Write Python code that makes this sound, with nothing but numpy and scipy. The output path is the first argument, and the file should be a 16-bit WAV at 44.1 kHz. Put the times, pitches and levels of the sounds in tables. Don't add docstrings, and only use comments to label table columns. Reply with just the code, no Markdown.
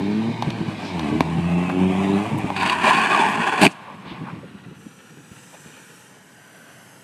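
import sys
import numpy as np
from scipy import signal
from scipy.fft import rfft, irfft
from scipy.io import wavfile
from scipy.ndimage import uniform_filter1d, minimum_filter1d

SR = 44100
rng = np.random.default_rng(int(sys.argv[2]) if len(sys.argv) > 2 else 0)


def bounce(signal):
    frames = np.transpose(np.atleast_2d(signal))
    limited = np.clip(frames, -1, 1)
    pcm = np.round(limited * 32767).astype(np.int16)
    wavfile.write(sys.argv[1], SR, pcm)


N = 310023
TIME = np.arange(N) / SR

# f/Hz, level/dB
HUM_EQ = [(100,-17),(240,-2),(380,-7.5),(490,3),(630,-6.5),(890,-4.5),(1100,-9.5),(1400,-1),(1600,-3.5),(1880,-3.5),(2100,-13),(2450,-5.5),(2950,-7.5),(3250,-11.5),(3600,-12.5),(4100,-15),(6500,-36)]
SHADED_HUM_EQ = [(100,-17),(240,-10),(520,2.5),(1200,-8),(1500,2),(2050,-7),(2480,-12),(2680,-9),(3000,-6),(3600,-18.5),(4700,-16),(6500,-43)]
HISS_EQ = [(2500,-25),(4000,-19),(5400,-4.5),(5950,-1),(6600,-5),(7900,-2),(10500,-8),(12500,-11),(15000,-28)]
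# t/s, level/dB
HUM_RIDE = [(4.4, -50), (5.25, -51.5), (5.6, -46.5), (6.2, -50.5), (6.7, -47.5), (7.03, -49.5)]
HISS_RIDE = [(3.8,-64.5),(4.73,-65),(4.8,-58),(5.24,-58),(5.36,-53.5),(6.0,-53.5),(6.2,-58.5),(7.03,-55.5)]
BREEZE_RIDE = [(3.7, -52), (4.0, -41.5), (4.3, -37), (4.55, -44), (5.1, -48.5), (6.1, -53), (7.03, -51.5)]
# t/s, level/dB, f/Hz, half-length/s, width/Hz
WHISTLES = [(5.25,-67,5820,0.43,350),(5.55,-57.5,7700,0.2,1300),(6.52,-58.5,1540,0.21,45),(6.85,-63,11200,0.31,1600)]
# t/s, level/dB, swell/s
WIND_BUMPS = [(0.469,-16,0.0054),(0.603,-20.5,0.0087),(0.679,-22.5,0.0077),(1.11,-21,0.015),(1.381,-16.5,0.0068),(2.309,-21,0.027),(2.438,-20,0.0071),(4.107,-31,0.0097),(4.204,-31,0.017),(4.35,-36.5,0.021),(4.705,-35.5,0.0093),(4.858,-32.5,0.0058),(5.167,-42.5,0.0088),(5.311,-37.5,0.005),(5.654,-43,0.0099)]
# f/Hz, level/dB
WIND_EQ = [(30,-39),(60,-25),(95,-5.5),(150,5),(290,-2),(460,-11),(600,-22.5),(900,-53)]
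ECHO_EQ = [(260, -27), (450, -4), (910, 1.5), (1160, 3.5), (1370, -17), (1620, -8.5), (2410, -6),
           (5500, -27), (7800, -75)]
# delay/s, level/dB, smear/s
FAR_WALLS = [(0.25, -40, 0.025), (0.48, -30, 0.05), (0.66, -33, 0.05)]

# t/s, level/dB, f/Hz, half-length/s
BURSTS = [(0.869,-42,3800,0.048),(1.702,-26.5,1230,0.005),(3.297,-50,8500,0.03),(2.386,-46.5,8940,0.0058),(3.716,-48,6400,0.009),(3.898,-40,770,0.029),(4.101,-44,2850,0.026),(4.441,-38,460,0.0078),(4.285,-38,1050,0.017),(5.544,-43,700,0.0087)]
# t/s, pop/dB, chip/dB, ring/dB
STONES = [(0.424,-15,-15,-12),(0.5044,-30,-18.5,-36),(0.995,-17,-18,-28),(1.207,-2.5,-13,-22),(1.698,-16,-35,-21),(2.503,-17,-45,-13.5)]
# f/Hz, level/dB
POP_EQ = [(150,-49),(520,0.5),(750,2),(1050,5),(1300,-19),(1600,-7.5),(1900,-13),(2350,-5),(5000,-38),(15000,-40)]
CHIP_EQ = [(500,-13),(1400,-8),(2400,13),(4300,7),(5200,-3.5),(9000,-12),(15000,-30)]
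# f/Hz, level/dB, t60/s
KNOCK_MODES = [(850, -2, 0.036), (980, -15.5, 0.037)]

# t/s, f/Hz
FIRING_RATE = [(0.0, 96.4), (0.27, 114.6), (0.43, 117), (0.85, 102), (0.95, 87), (1.07, 70.6), (1.16, 80),
               (2.18, 99.4), (2.3, 111), (2.46, 99), (2.72, 90), (3.11, 72), (3.25, 48), (3.4, 57.5)]
# start/s, end/s
THROTTLE_OPEN = [(-0.1, 0.3), (0.92, 2.22)]
# t/s, level/dB, overtone lift/dB
TAILPIPE_RIDE = [(0,-24.5,-2),(0.1,-22.5,-2),(0.33,-22,-6),(0.55,-21.5,6),(0.82,-28,-0.5),(1.05,-25.5,0),(1.15,-25,4),(1.28,-25.5,-9.5),(1.36,-24,-6),(1.55,-20,-8),(1.63,-23.5,3),(1.69,-31.5,7.5),(1.82,-20,2.5),(1.95,-21.5,-5.5),(2.12,-21,1),(2.22,-23,0),(2.6,-25.5,4.5),(3.0,-38,2),(3.4,-23,3.5)]
# f/Hz, level/dB
EXHAUST_EQ = [(58,-35),(78,-11.5),(96,-13.5),(120,-10.5),(148,-10),(172,0.5),(200,-0.5),(238,-2.5),(256,-10.5),(278,-5),(315,-4),(350,-9.5),(398,-7),(430,-10.5),(510,-20),(580,-11.5),(1100,-26.5)]
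CHUFF_EQ = [(150,-9),(260,1.5),(420,-1.5),(520,-14),(700,-6.5),(1100,-12),(2000,-26)]
# t/s, roar/dB, whirr/dB, rumble/dB
PASS_RIDE = [(0, -37.5, -36.5, -29), (0.8, -37, -37.5, -34.5), (1.1, -30.5, -36.5, -29),
             (1.35, -33, -41, -29.5), (2.05, -28, -48, -31.5), (2.56, -32, -42, -36.5)]
# f/Hz, level/dB
ROAR_EQ = [(280, -9.5), (500, -6), (600, 0), (905, 3.5), (1210, -6), (1370, -16), (2440, -6.5), (2950, -14),
           (4280, -29), (5880, -30.5), (8680, -28.5), (15000, -52.5)]
WHIRR_EQ = [(760, -28), (1300, -20), (1540, -3.5), (2010, -10), (2360, -2), (2630, -11), (3920, -9),
            (5720, -22.5), (14000, -51)]
ROAD_EQ = [(30,-22),(60,-18),(100,-20.5),(150,5),(290,-1.5),(460,-12.5),(600,-24),(900,-53)]
# t/s, f/Hz, level/dB
WHINE_GLIDE = [(1.65,2650,-56),(1.8,2900,-42.5),(2.0,3372,-49),(2.16,3900,-46.5),(2.24,4010,-65)]

# t/s, level/dB, f/Hz, half-length/s
SQUEALS = [(1.55,-40,2637,.1),(1.68,-36,2607,0.025),(2.63,-19.5,1015,0.0078),(2.727,-18.5,1055,.008),(2.867,-26,2450,.022),(2.885,-16.5,671,0.012),
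           (2.905,-18,1003,.03),(3.14,-19.5,1130,0.019),(3.22,-17,900,0.027)]
# t/s, level/dB, hold/s, decay/s, grit against the bite/dB
TYRE_GRABS = [(2.564,-30,.006,0.0054,1),(2.61,-26,.003,0.008,2.5),(2.622,-18.5,0.0098,0.0081,-6),(2.654,-23,0.02,0.017,-9),(2.697,-20.5,.002,0.005,5.5),(2.721,-20,0.0042,0.012,-5.5),(2.855,-15.5,0.039,0.067,-9),(2.95,-21,.1,0.028,-8.5),(3.123,-19,0.024,0.068,-11),(3.195,-21,0.06,0.0073,-22)]
# f/Hz, width/Hz, relative level/dB
TREAD_MODES = [(1028,60,-11.5),(1630,65,-21),(2510,55,-20),(3388,56.6,-20.5)]
# f/Hz, level/dB
SCRUB_EQ = [(120,-15.5),(230,-4),(430,-5),(520,-16.5),(600,-5.5),(720,-1),(1000,1),(1160,-0.5),(1290,-15),(1480,-3),(1850,-5.5),(2100,-14),(2520,-5),(3400,-18.5),(3700,-25),(4600,-23.5),(5400,-31.5),(8400,-26),(11500,-40.5),(15000,-56)]
GRIT_EQ = [(1400,-11),(2000,-4),(2420,7.5),(3000,-3),(3450,-14),(3750,-2),(4150,-11),(4550,-4.5),(5700,-29),(6400,-19),(7200,-30),(8500,-22.5),(15000,-45)]

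# t/s, crack/dB, thud/dB
BUCKLES = [(3.614,-26,-6.5),(3.6237,-20,-7),(3.629,-22,-10),(3.6334,-13,-7),(3.644,-23,-7),(3.6527,-10,-13),(3.6593,-21,-6),(3.662,-27,-5),(3.6668,-5.5,-7.5),(3.677,-24,-30)]
# f/Hz, level/dB, t60/s
PANEL_MODES = [(191,-14.5,0.079),(305,-14.5,0.046),(805,-11,0.025),(2460,14,0.0075),(2620,-18.5,0.037),(4580,-7.5,0.0094),(7650,-19,.008)]
# f/Hz, level/dB
BOOM_EQ = [(40,-61.5),(85,-18),(180,1),(340,1.5),(440,-9),(513,-36),(600,-17)]
CRUNCH_EQ = [(290, -30), (480, -21), (620, 4), (815, 3), (1180, -5.5), (1270, -18), (1670, -4),
             (2070, -16.5), (2610, -0.5), (3530, -17), (4570, -13), (5130, -28), (8850, -18.5),
             (15500, -46)]
# f/Hz, width/Hz, depth/fraction
MIC_HOLLOWS = [(525,310,0.32),(1260,21,0.3),(2115,40,0.2),(5370,270,0.12)]


def from_db(db):
    return 10 ** (np.asarray(db) / 20)


def unit_rms(x):
    return x / np.sqrt(np.mean(x ** 2) + 1e-20)


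def automation(rows):
    times, *columns = np.transpose(rows)
    return [np.interp(TIME, times, column) for column in columns]


def held(start, end, attack, release):
    return np.exp(-np.maximum(start - TIME, 0) / attack - np.maximum(TIME - end, 0) / release)


def during(rows, fade_s):
    return held(rows[0][0], rows[-1][0], fade_s, fade_s)


def swell(centre_s, half_length_s):
    return np.exp(-.5 * ((TIME - centre_s) / half_length_s) ** 2)


def drift(rate_hz):
    step, run_in = 40, 2000
    pole = np.exp(-2 * step * np.pi * rate_hz / SR)
    white = rng.standard_normal(N // step + run_in + 2)
    slow = signal.lfilter([1], [1, -2 * pole, pole * pole], white)[run_in:]
    return np.interp(np.arange(N) / step, np.arange(len(slow)), unit_rms(slow))


def butter(x, order, hz, kind):
    return signal.sosfilt(signal.butter(order, hz, kind, fs=SR, output="sos"), x + 1e-18)


def response(eq, size=4096):
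    hz, db = np.transpose(eq)
    octave, points = np.log2(np.maximum(np.fft.rfftfreq(size, 1 / SR), 10)), np.log2(hz)
    octaves_outside = np.abs(octave - np.clip(octave, points[0], points[-1]))
    cepstrum = irfft(np.log(from_db(np.interp(octave, points, db) - 24 * octaves_outside)))
    cepstrum[1:size // 2] *= 2
    cepstrum[size // 2 + 1:] = 0
    impulse = irfft(np.exp(rfft(cepstrum)))
    return impulse / np.linalg.norm(impulse)


def colour(x, eq):
    return signal.oaconvolve(x, response(eq))[:N]


def clicks(times, db):
    out = np.zeros(N)
    out[(np.asarray(times) * SR).astype(int)] = from_db(db)
    return out


def strike(times, db, eq):
    return colour(clicks(times, db), eq) / np.abs(response(eq)).max()


def grains(per_s, spread_db):
    sizes = from_db(spread_db * np.minimum(rng.exponential(1, N), 4)) * rng.choice([-1, 1], N)
    return unit_rms(sizes * (rng.random(N) < per_s / SR))


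def turbulence(eq, flutter_db, rate_hz):
    return colour(rng.standard_normal(N), eq) * unit_rms(from_db(flutter_db * drift(rate_hz)))


def resonate(x, hz, width_hz):
    pole = np.exp(-np.pi * width_hz / SR)
    feedback = [1, -2 * pole * np.cos(2 * np.pi * hz / SR), pole * pole]
    return signal.lfilter(np.array([1, 0, -1]) * (1 - pole * pole) / 2, feedback, x + 1e-18)


def ring(blows, hz, t60):
    pole, angle = from_db(-60 / (t60 * SR)), 2 * np.pi * hz / SR
    motion = signal.lfilter([0, np.sin(angle)], [1, -2 * pole * np.cos(angle), pole * pole], blows + 1e-18)
    return butter(motion, 2, hz / 2, "high")


def swept_band(x, hz, width_hz):
    carrier = np.exp(2j * np.pi * np.cumsum(hz) / SR)
    return unit_rms(np.real(carrier * butter(x / carrier, 2, width_hz / 2, "low")))


def whistling(rows, wander, rate_hz, evenness):
    out, bend = np.zeros(N), 1 + wander * drift(rate_hz)
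    white = rng.standard_normal(N) + 1j * rng.standard_normal(N)
    for t, db, hz, half_length, width_hz in rows:
        near = np.flatnonzero(np.abs(TIME - t) < 3.5 * half_length)
        flutter = butter(white[:len(near)], 2, width_hz / 2, "low")
        flutter /= np.abs(flutter) ** evenness
        tone = np.real(flutter * np.exp(2j * np.pi * np.cumsum(hz * bend[near]) / SR))
        out[near] += from_db(db) * unit_rms(tone) * swell(t, half_length)[near]
    return out


def phasing(x, depth, rate_hz, count=7):
    out, power = x.copy(), np.ones(N)
    for lag in (np.geomspace(.0007, .007, count) * SR).astype(int):
        strength = depth / np.sqrt(count) * drift(rate_hz)
        out[lag:] += strength[lag:] * x[:-lag]
        power += strength ** 2
    return out / np.sqrt(power)


def outdoor_hum(shaded_s=6.05, crossfade_s=0.3):
    shade = np.clip((TIME - shaded_s) / crossfade_s + .5, 0, 1)
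    open_hum = np.sqrt(1 - shade) * turbulence(HUM_EQ, flutter_db=1.5, rate_hz=19)
    shaded_hum = np.sqrt(shade) * turbulence(SHADED_HUM_EQ, flutter_db=0.7, rate_hz=18)
    return from_db(automation(HUM_RIDE)[0]) * phasing(open_hum + shaded_hum, depth=.3, rate_hz=1.2)


def high_hiss():
    hiss = phasing(colour(rng.standard_normal(N), HISS_EQ), depth=.6, rate_hz=1.2)
    delay_s = 0.00081 * (1 + 0.05 * drift(1))
    combed = hiss + 0.26 * np.interp(TIME - delay_s, TIME, hiss)
    tints = whistling(WHISTLES, wander=0.018, rate_hz=1.3, evenness=0)
    return from_db(automation(HISS_RIDE)[0]) * unit_rms(combed) + tints


def wind():
    eddies = np.zeros(N)
    for t, db, swell_s in WIND_BUMPS:
        age = np.maximum(TIME - t, 0) / swell_s
        eddies += from_db(db) * age * np.exp(1 - np.minimum(age, 20))
    air = turbulence(WIND_EQ, flutter_db=1.0, rate_hz=12)
    even_air = air / np.sqrt(uniform_filter1d(air ** 2, size=600) + 1e-6)
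    breeze = turbulence(WIND_EQ, flutter_db=np.interp(TIME, [4.4, 5.9], [2.5, .6]), rate_hz=19)
    return from_db(automation(BREEZE_RIDE)[0]) * breeze + eddies * even_air


def far_echoes(x, tail_db=-31, t60=5):
    tail = from_db(-60 * TIME / t60) ** 2
    returns = from_db(tail_db) ** 2 * tail / tail.sum()
    for delay, db, smear in FAR_WALLS:
        bloom = swell(delay, smear)
        returns += from_db(db) ** 2 * bloom / bloom.sum()
    power = np.maximum(signal.fftconvolve(x ** 2, returns)[:N], 0)
    return np.sqrt(power) * colour(rng.standard_normal(N), ECHO_EQ)


def slapback(x, delay_s=0.635, send_db=-23.5, centre_hz=1200):
    delayed = np.interp(TIME - delay_s, TIME, x)
    return from_db(send_db) * butter(delayed, 2, [centre_hz / 1.32, centre_hz * 1.35], "band")


def noise_bursts():
    out = np.zeros(N)
    for t, db, hz, half_length in BURSTS:
        band = butter(grains(8000, spread_db=1.5), 3, [hz / 1.4, hz * 1.4], "band")
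        out += from_db(db) * unit_rms(band) * swell(t, half_length)
    return out


def stones(rattle_samples=2048):
    times, pop_db, chip_db, ring_db = np.transpose(STONES)
    rattle = 0.11 * rng.standard_normal(rattle_samples) * np.exp(-TIME[:rattle_samples] / 0.0033)
    rattle[0] = 1
    chip = signal.oaconvolve(strike(times, chip_db, CHIP_EQ), rattle)[:N]
    thump = ring(clicks(times, 2 * pop_db + 0.5), hz=284, t60=0.032)
    knock = sum(ring(clicks(times, ring_db + db), hz, t60) for hz, db, t60 in KNOCK_MODES)
    return strike(times, pop_db, POP_EQ) + knock + thump + chip


def exhaust(harmonics=9, pedal_s=0.018):
    firing_hz, = automation(FIRING_RATE)
    tailpipe_db, overtone_db = automation(TAILPIPE_RIDE)
    throttle = np.max([held(start, end, pedal_s, pedal_s) for start, end in THROTTLE_OPEN], axis=0)
    load = from_db(-11.5 * (1 - throttle))
    bass_load = from_db(-2 * (1.5 - throttle))
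    roughness = 0.28 - 0.1 * throttle
    phase = 2 * np.pi * np.cumsum(firing_hz * (1 + 0.0281 * roughness * drift(26))) / SR
    pipe_hz, pipe_db = np.transpose(EXHAUST_EQ)
    pipe_phase = np.unwrap(np.angle(rfft(response(EXHAUST_EQ))))
    bin_hz = np.linspace(0, SR / 2, len(pipe_phase))
    note = np.zeros(N)
    for k in range(1, harmonics + 1):
        angle = k * phase + np.interp(k * firing_hz, bin_hz, pipe_phase)
        tilt_db = overtone_db * (k > 2) - 7 * (k > 4)
        gain = from_db(np.interp(k * firing_hz, pipe_hz, pipe_db) + tilt_db + 1.16 * drift(6.7))
        gain *= bass_load if k == 1 else load
        waver = roughness * np.sqrt(k / 2)
        partial = np.cos(angle) * (1 + waver * drift(15.6))
        jitter = 0.3 * waver * np.sin(angle) * drift(26)
        note += gain * (partial + jitter)
    for half_order in (2.5, 3.5, 4.5):
        note += from_db(-27.5) * load * np.cos(half_order * phase) * drift(26)
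    gas = unit_rms(np.exp(2.1 * np.cos(phase))) * rng.standard_normal(N)
    note += from_db(overtone_db - 18) * load * colour(gas, CHUFF_EQ)
    uneven_db = 0.6 * drift(70)
    note *= np.sqrt(2) * from_db(tailpipe_db + uneven_db) * during(FIRING_RATE, fade_s=0.018)
    return butter(note, 6, 62, "high"), phase


def pass_by():
    note, firing_phase = exhaust()
    roar_db, whirr_db, rumble_db = automation(PASS_RIDE)
    pulse = unit_rms(1 + 0.25 * np.cos(firing_phase))
    roar = from_db(roar_db) * turbulence(ROAR_EQ, flutter_db=1.5, rate_hz=11) * pulse
    chatter = 0.41 * rng.standard_normal(N) + 0.38 * grains(1500, spread_db=0.99)
    whirr = from_db(whirr_db) * colour(chatter, WHIRR_EQ)
    rumble = from_db(rumble_db) * turbulence(ROAD_EQ, flutter_db=2.0, rate_hz=13)
    rumble *= during(PASS_RIDE, fade_s=0.49)
    whine_hz, whine_db = automation(WHINE_GLIDE)
    whine = from_db(whine_db) * swept_band(rng.standard_normal(N), whine_hz, width_hz=400)
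    whine *= during(WHINE_GLIDE, fade_s=0.02)
    rush = phasing(roar + whirr, depth=0.53, rate_hz=4.1) * during(PASS_RIDE, fade_s=0.021)
    return note + rumble + whine + rush


def squeal(width_hz=96):
    return whistling([(*row, width_hz) for row in SQUEALS], wander=0.01175, rate_hz=12.5, evenness=0.56)


def skid(lock_s=2.565, build_s=0.43, slowing_s=2.616, stop_s=3.615):
    slide = from_db(np.interp(TIME, [lock_s, lock_s + build_s], [-28.5, -22.5]))
    slide *= held(lock_s, stop_s, attack=0.0025, release=0.0056)
    bites = np.array([from_db(db) * held(t, t + hold, 0.33 * decay, decay)
                      for t, db, hold, decay, _ in TYRE_GRABS])
    rubber_level = np.sqrt(slide ** 2 + np.sum(bites ** 2, axis=0))
    swept = from_db(-30.5) * held(lock_s, lock_s + 0.172, attack=0.001, release=0.0083)
    grit_per_bite = from_db(np.array(TYRE_GRABS)[:, -1])
    grit_level = np.sqrt(swept ** 2 + grit_per_bite ** 2 @ bites ** 2)
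    judder = unit_rms(from_db(1.9 * drift(90)))
    slips = grains(3000, spread_db=2.0) * judder
    bend = 1 + 0.024 * drift(7.3)
    tread = sum(from_db(db) * swept_band(slips, hz * bend, width) for hz, width, db in TREAD_MODES)
    friction = 0.72 * rng.standard_normal(N) + 0.88 * grains(3000, spread_db=2.6)
    scrub = colour(friction * judder, SCRUB_EQ)
    spray = grit_level * colour(grains(5000, spread_db=2.6) * judder, GRIT_EQ)
    rubber = phasing(scrub, depth=0.38, rate_hz=1.6) + tread
    slowed = np.clip((TIME - slowing_s) / (stop_s - slowing_s), 0, 1)
    lost_edge = 0.4 * np.sqrt(slowed) * butter(rubber, 1, 6900, "high")
    return rubber_level * (rubber - lost_edge) + spray


def crash(hit_s=3.618, crumple_s=0.044, attack_s=0.0055, sag_db_per_s=-49):
    crumple = held(hit_s, hit_s + crumple_s, attack_s, release=0.006)
    shiver = from_db(-18.5) * held(hit_s, hit_s + crumple_s, attack_s, release=0.045)
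    force = (crumple + shiver) * from_db(sag_db_per_s * np.clip(TIME - hit_s, 0, crumple_s))
    boom = colour(from_db(-16.5) * force * grains(5000, spread_db=1.2), BOOM_EQ)
    crunch = colour(from_db(-11.5) * force * grains(4500, spread_db=3), CRUNCH_EQ)
    times, crack_db, thud_db = np.transpose(BUCKLES)
    panels = sum(ring(clicks(times, crack_db + db + rng.normal(0, 3.0, len(times))), hz, t60)
                 for hz, db, t60 in PANEL_MODES)
    return boom + crunch + strike(times, thud_db, BOOM_EQ) + panels


def scene():
    accident = skid() + crash()
    car = pass_by() + squeal() + stones() + accident
    echoes = slapback(accident) + far_echoes(accident)
    return (car + echoes + noise_bursts() + wind() + outdoor_hum() + high_hiss())[None]


def record(dry):
    for hz, width_hz, depth in MIC_HOLLOWS:
        dry = dry - depth * resonate(dry, hz, width_hz)
    dry = butter(dry, 2, 38, "high")
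    peak_gain = 1 / np.maximum(np.abs(dry), 1)
    limiter_gain = uniform_filter1d(minimum_filter1d(peak_gain, size=65), size=65)
    top_cut = signal.cheby2(14, 70, 15950, fs=SR, output="sos")
    return signal.sosfilt(top_cut, dry * limiter_gain)


dry = scene()
out = record(dry)
bounce(out)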